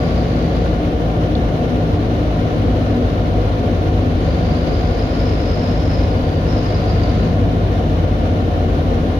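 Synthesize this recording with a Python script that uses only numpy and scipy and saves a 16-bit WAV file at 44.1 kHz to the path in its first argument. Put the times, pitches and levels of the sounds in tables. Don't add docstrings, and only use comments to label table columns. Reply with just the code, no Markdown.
import sys
import numpy as np
from scipy import signal
from scipy.fft import rfft, irfft
from scipy.io import wavfile
from scipy.ndimage import uniform_filter1d

SR = 44100
rng = np.random.default_rng(int(sys.argv[2]) if len(sys.argv) > 2 else 0)


def wav_record(signal):
    frames = np.transpose(np.atleast_2d(signal))
    bounded = np.clip(frames, -1, 1)
    quanta = np.round(bounded * 32767).astype(np.int16)
    wavfile.write(sys.argv[1], SR, quanta)


N = 405279
TIME = np.arange(N) / SR
FREQUENCIES = np.maximum(np.arange(N // 2 + 1) * SR / N, 1)


def from_db(db):
    return 10 ** (np.asarray(db) / 20)


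def unit_level(x):
    return x / np.sqrt(np.mean(x ** 2) + 1e-20)


def over_hz(points):
    hz, value = np.transpose(points)
    return np.interp(np.log(FREQUENCIES), np.log(hz), value)


def resonance_db(resonances):
    return sum(db / (1 + 2 * ((FREQUENCIES - hz) / width) ** 2) ** 2 for hz, width, db in resonances)


def drift(rate_hz):
    spectrum = rfft(rng.standard_normal(N))
    return unit_level(irfft(spectrum / (1 + (FREQUENCIES / rate_hz) ** 4), N))


def panned(x, left_db):
    return x * from_db(np.array([[left_db], [-left_db]]) / 2)


# (frequency [Hz], left minus right [dB])
BALANCE = [(60, .6), (170, -.8), (230, 3.5), (295, .3), (360, 2.5), (465, 6.5), (620, 0), (725, -3),
           (850, 2.5), (1400, 2.5), (3200, 2), (4300, -1), (5200, -6), (6000, -13.5), (6800, -16.5),
           (8000, 0), (9500, -5), (11500, -7), (14000, 1)]
# (frequency [Hz], likeness [-1 to 1])
LIKENESS = [(100, .985), (200, .93), (400, .85), (520, .94), (735, .85), (775, .1), (825, -.75),
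            (910, -.65), (1080, .1), (1240, -.62), (1400, -.55), (1750, .25), (2300, -.15), (3000, .05),
            (15000, 0)]
def cabin_noise(colour_db):
    shared, opposed = rfft(rng.standard_normal((2, N)))
    alike = np.clip(over_hz(LIKENESS), -1, 1)
    pair = np.sqrt(1 + alike) * shared + np.sqrt(1 - alike) * opposed * [[1], [-1]]
    sides = from_db(over_hz(BALANCE) / 2 * [[1], [-1]])
    return unit_level(irfft(pair * sides / np.hypot(*sides) * from_db(colour_db), N))


def reflections(depth_db):
    echoes = rng.standard_normal((2, N)) * (TIME > .004) * np.exp(-TIME / .015)
    treble_only = FREQUENCIES / (FREQUENCIES + 700)
    return depth_db * unit_level(rfft(echoes).real) * treble_only


# (frequency [Hz], relative level [dB])
HISS_COLOUR = [(500, -2), (880, 16), (1020, 8.5), (1600, 2.5), (3000, 0), (4150, -3.5), (4600, -7.5),
               (5400, -9.5), (6500, -13.5), (7000, -21.5), (7900, -31), (9400, -22.5), (11800, -23.5),
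               (15700, -29.5)]
# (frequency [Hz], width [Hz], lift [dB])
PANEL_RESONANCES = [(1143, 150, 2.5), (1408, 250, 6), (1777, 79, 4), (2146, 71, 4.5), (2380, 89, 2.5),
                    (2940, 150, 3.5), (3170, 58, 2), (3660, 90, 3.5), (4130, 69, 4.5)]
def slush_and_wind(level_db, flicker_db, ripple_db):
    gain = from_db(level_db + flicker_db * drift(25))
    colour_db = over_hz(HISS_COLOUR) + resonance_db(PANEL_RESONANCES) + reflections(ripple_db)
    return gain * cabin_noise(colour_db)


# (frequency [Hz], relative level [dB])
RUMBLE_COLOUR = [(10, -36), (20, -23), (28, -9), (41, -12), (50, -1), (100, -2), (130, -7), (190, -9),
                 (300, -8), (410, -11), (560, -10), (750, -13), (810, -21), (2000, -85)]
# (frequency [Hz], width [Hz], lift [dB])
CABIN_RESONANCES = [(60.5, 7.4, 5.5), (84, 15, 1.5), (150, 15, 4), (166.2, 20.4, 6), (221, 28, 4.5),
                    (246.4, 14.2, 10), (292, 49, 5), (364, 15, 1.5), (412, 12.6, -6), (464, 125, 4.5),
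                    (720, 36, 3)]
def tyre_rumble(speed, level_db):
    colour_db = over_hz(RUMBLE_COLOUR) + resonance_db(CABIN_RESONANCES)
    return from_db(level_db) * speed ** 0.44 * cabin_noise(colour_db)


# (middle time [s], length [s], level [dB], pitch [Hz])
ROUGH_PATCHES = [(2.7, .5, -22, 268), (4.468, 0.89, -24, 161), (7.35, .8, -25, 188)]
def rough_snow(width_octaves):
    out = np.zeros((2, N))
    for middle, length, db, hz in ROUGH_PATCHES:
        band_db = -20 * np.log10(1 + (np.log2(FREQUENCIES / hz) / width_octaves) ** 4)
        swell = np.exp(-(2 * (TIME - middle) / length) ** 2)
        out += from_db(db) * swell * cabin_noise(resonance_db(CABIN_RESONANCES) + band_db)
    return out


# (time [s], peak level [dB], pitch [Hz], time to fade by 60 dB [s])
TICKS = [(1.352, -18.5, 3900, .016)]
def trim_tick(left_db):
    out = np.zeros((2, N))
    for start, db, hz, fade_s in TICKS:
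        age = np.maximum(TIME - start, 0)
        fade = (TIME >= start) * from_db(-60 * np.minimum(age / fade_s, 3))
        burst = rng.standard_normal((2, N)) * fade
        panel = signal.butter(2, [hz * .87, hz * 1.13], "band", fs=SR, output="sos")
        ring = signal.sosfilt(panel, signal.sosfilt(panel, burst))
        out += from_db(db) * ring / np.abs(ring).max()
    return panned(out, left_db)


def eased(control, seconds):
    return np.maximum(uniform_filter1d(control, max(int(seconds * SR), 1)), 0)


# (start [s], end [s], load [0-1], boost at start [0-1], boost at end [0-1])
PEDAL_PUSHES = [(0, .72, 0.82, .4, 0), (1.9, 4.2, .28, 0, 0), (4.2, 6.11, 0.9, 0.07, 0.83),
                (6.11, 6.48, 0.37, .3, .17), (6.48, 7.32, 1, 1, .1)]
def pedal():
    load, boost = np.zeros((2, N))
    for start, end, push_load, first_boost, last_boost in PEDAL_PUSHES:
        held = (TIME >= start) & (TIME < end)
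        to_go = np.interp(TIME, [start, end], [1, 0]) ** 1.8
        load = np.where(held, push_load, load)
        boost = np.where(held, last_boost + (first_boost - last_boost) * to_go, boost)
    return eased(load, seconds=0.14), eased(boost, seconds=.03)


# (frequency [Hz], width [Hz], lift [dB])
PIPE_RESONANCES = [(4600, 120, 9), (4890, 110, 9), (5300, 50, 6)]
def turbo(boost, level_db, half_width_hz, flutter_db, surge_db, left_db):
    centre_hz = 4574 + 782 * boost
    angle = 2 * np.pi * np.cumsum(centre_hz) / SR
    hiss = np.array([drift(half_width_hz) * np.cos(angle) + drift(half_width_hz) * np.sin(angle)
                     for _ in range(2)])
    flutter = from_db(flutter_db * drift(70) + surge_db * drift(10))
    piped = irfft(rfft(hiss * flutter) * from_db(resonance_db(PIPE_RESONANCES)), N)
    return panned(from_db(level_db) * boost ** 0.55 * unit_level(piped), left_db)


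# (frequency [Hz], relative level [dB])
CLATTER_COLOUR = [(500, -6), (1050, 2), (1380, 4), (1600, -3), (2200, 0), (3200, -7), (4100, -3),
                  (4650, -4), (5500, -15), (6700, -14), (7700, -42), (15000, -50)]
def clatter(firings, load, full_load_db, coasting_share, puff_depth):
    puffs = unit_level(1 + puff_depth * np.exp(-np.pi * (firings % 1)))
    strength = coasting_share + (1 - coasting_share) * load
    return from_db(full_load_db) * strength * puffs * cabin_noise(over_hz(CLATTER_COLOUR))


def spinning_tone(firings, multiple, waver):
    angle = 2 * np.pi * (multiple * firings + rng.random())
    tone = (1 + waver * drift(4.8)) * np.sin(angle)
    timing_wobble = waver * drift(2.3) * np.cos(angle)
    return np.sqrt(2) * (tone + timing_wobble)


BOOM_MULTIPLES = (1, 2, 3, 1.71, 2.25, 5.6, 19.97, 19.97, 22, 25)
# (level in resonance [dB], resonance [Hz], width [Hz], change at full load [dB])
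BOOMS = [(-24, 56, 20, 1), (-21.5, 103, 7.1, -0.5), (-26.5, 164.4, 19, 1), (-20.5, 84, 5.1, -8),
         (-30.5, 124, 6.6, 4.5), (-29, 298.5, 19, -2), (-59, 1016, 26, 13.5), (-55, 1136, 14, 13),
         (-52, 1176, 17, 0), (-53, 1298, 18, 5)]
HUM_MULTIPLES = (.56, 1.08, 1.5, 2.5, 3.5)
# (level when coasting [dB], change at full load [dB])
HUM_LEVELS = [(-40, -3), (-34, -3.5), (-33.5, 8), (-44, 6.5), (-39, 2)]
def engine(firing_hz, firings, load):
    out = np.zeros(N)
    for multiple, (db, hz, width, load_db) in zip(BOOM_MULTIPLES, BOOMS):
        swell = 1 / np.hypot(1, 2 * (multiple * firing_hz - hz) / width)
        out += from_db(db + load_db * load) * swell * spinning_tone(firings, multiple, waver=0.11)
    for multiple, (db, load_db) in zip(HUM_MULTIPLES, HUM_LEVELS):
        out += from_db(db + load_db * load) * spinning_tone(firings, multiple, waver=0.27)
    return panned(out, left_db=1.5)


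# (time [s], firing rate [Hz])
ENGINE_SPEED = [(0, 56.8), (1, 55.3), (3, 51.5), (4, 50.1), (5, 49.5), (6, 50.3), (7.2, 51.6), (8, 50.2),
                (9.19, 48.3)]
def scene():
    firing_hz = np.interp(TIME, *np.transpose(ENGINE_SPEED))
    firings = np.cumsum(firing_hz) / SR
    load, boost = pedal()
    tones = engine(firing_hz, firings, load)
    knock = clatter(firings, load, full_load_db=-37, coasting_share=0.16, puff_depth=1.2)
    intake = turbo(boost, level_db=-41.5, half_width_hz=300, flutter_db=3.0, surge_db=2.0, left_db=-6.5)
    rumble = tyre_rumble(firing_hz / firing_hz.mean(), level_db=-18)
    hiss = slush_and_wind(level_db=-31.5, flicker_db=0.67, ripple_db=2.0)
    patches = rough_snow(width_octaves=0.29)
    return hiss + rumble + patches + trim_tick(left_db=6) + intake + knock + tones


def record(dry):
    fade_in = np.minimum(TIME / .003, 1)
    treble_cut = signal.ellip(16, .1, 80, 15700, fs=SR, output="sos")
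    return signal.sosfilt(treble_cut, dry * fade_in)


dry = scene()
out = record(dry)
wav_record(out)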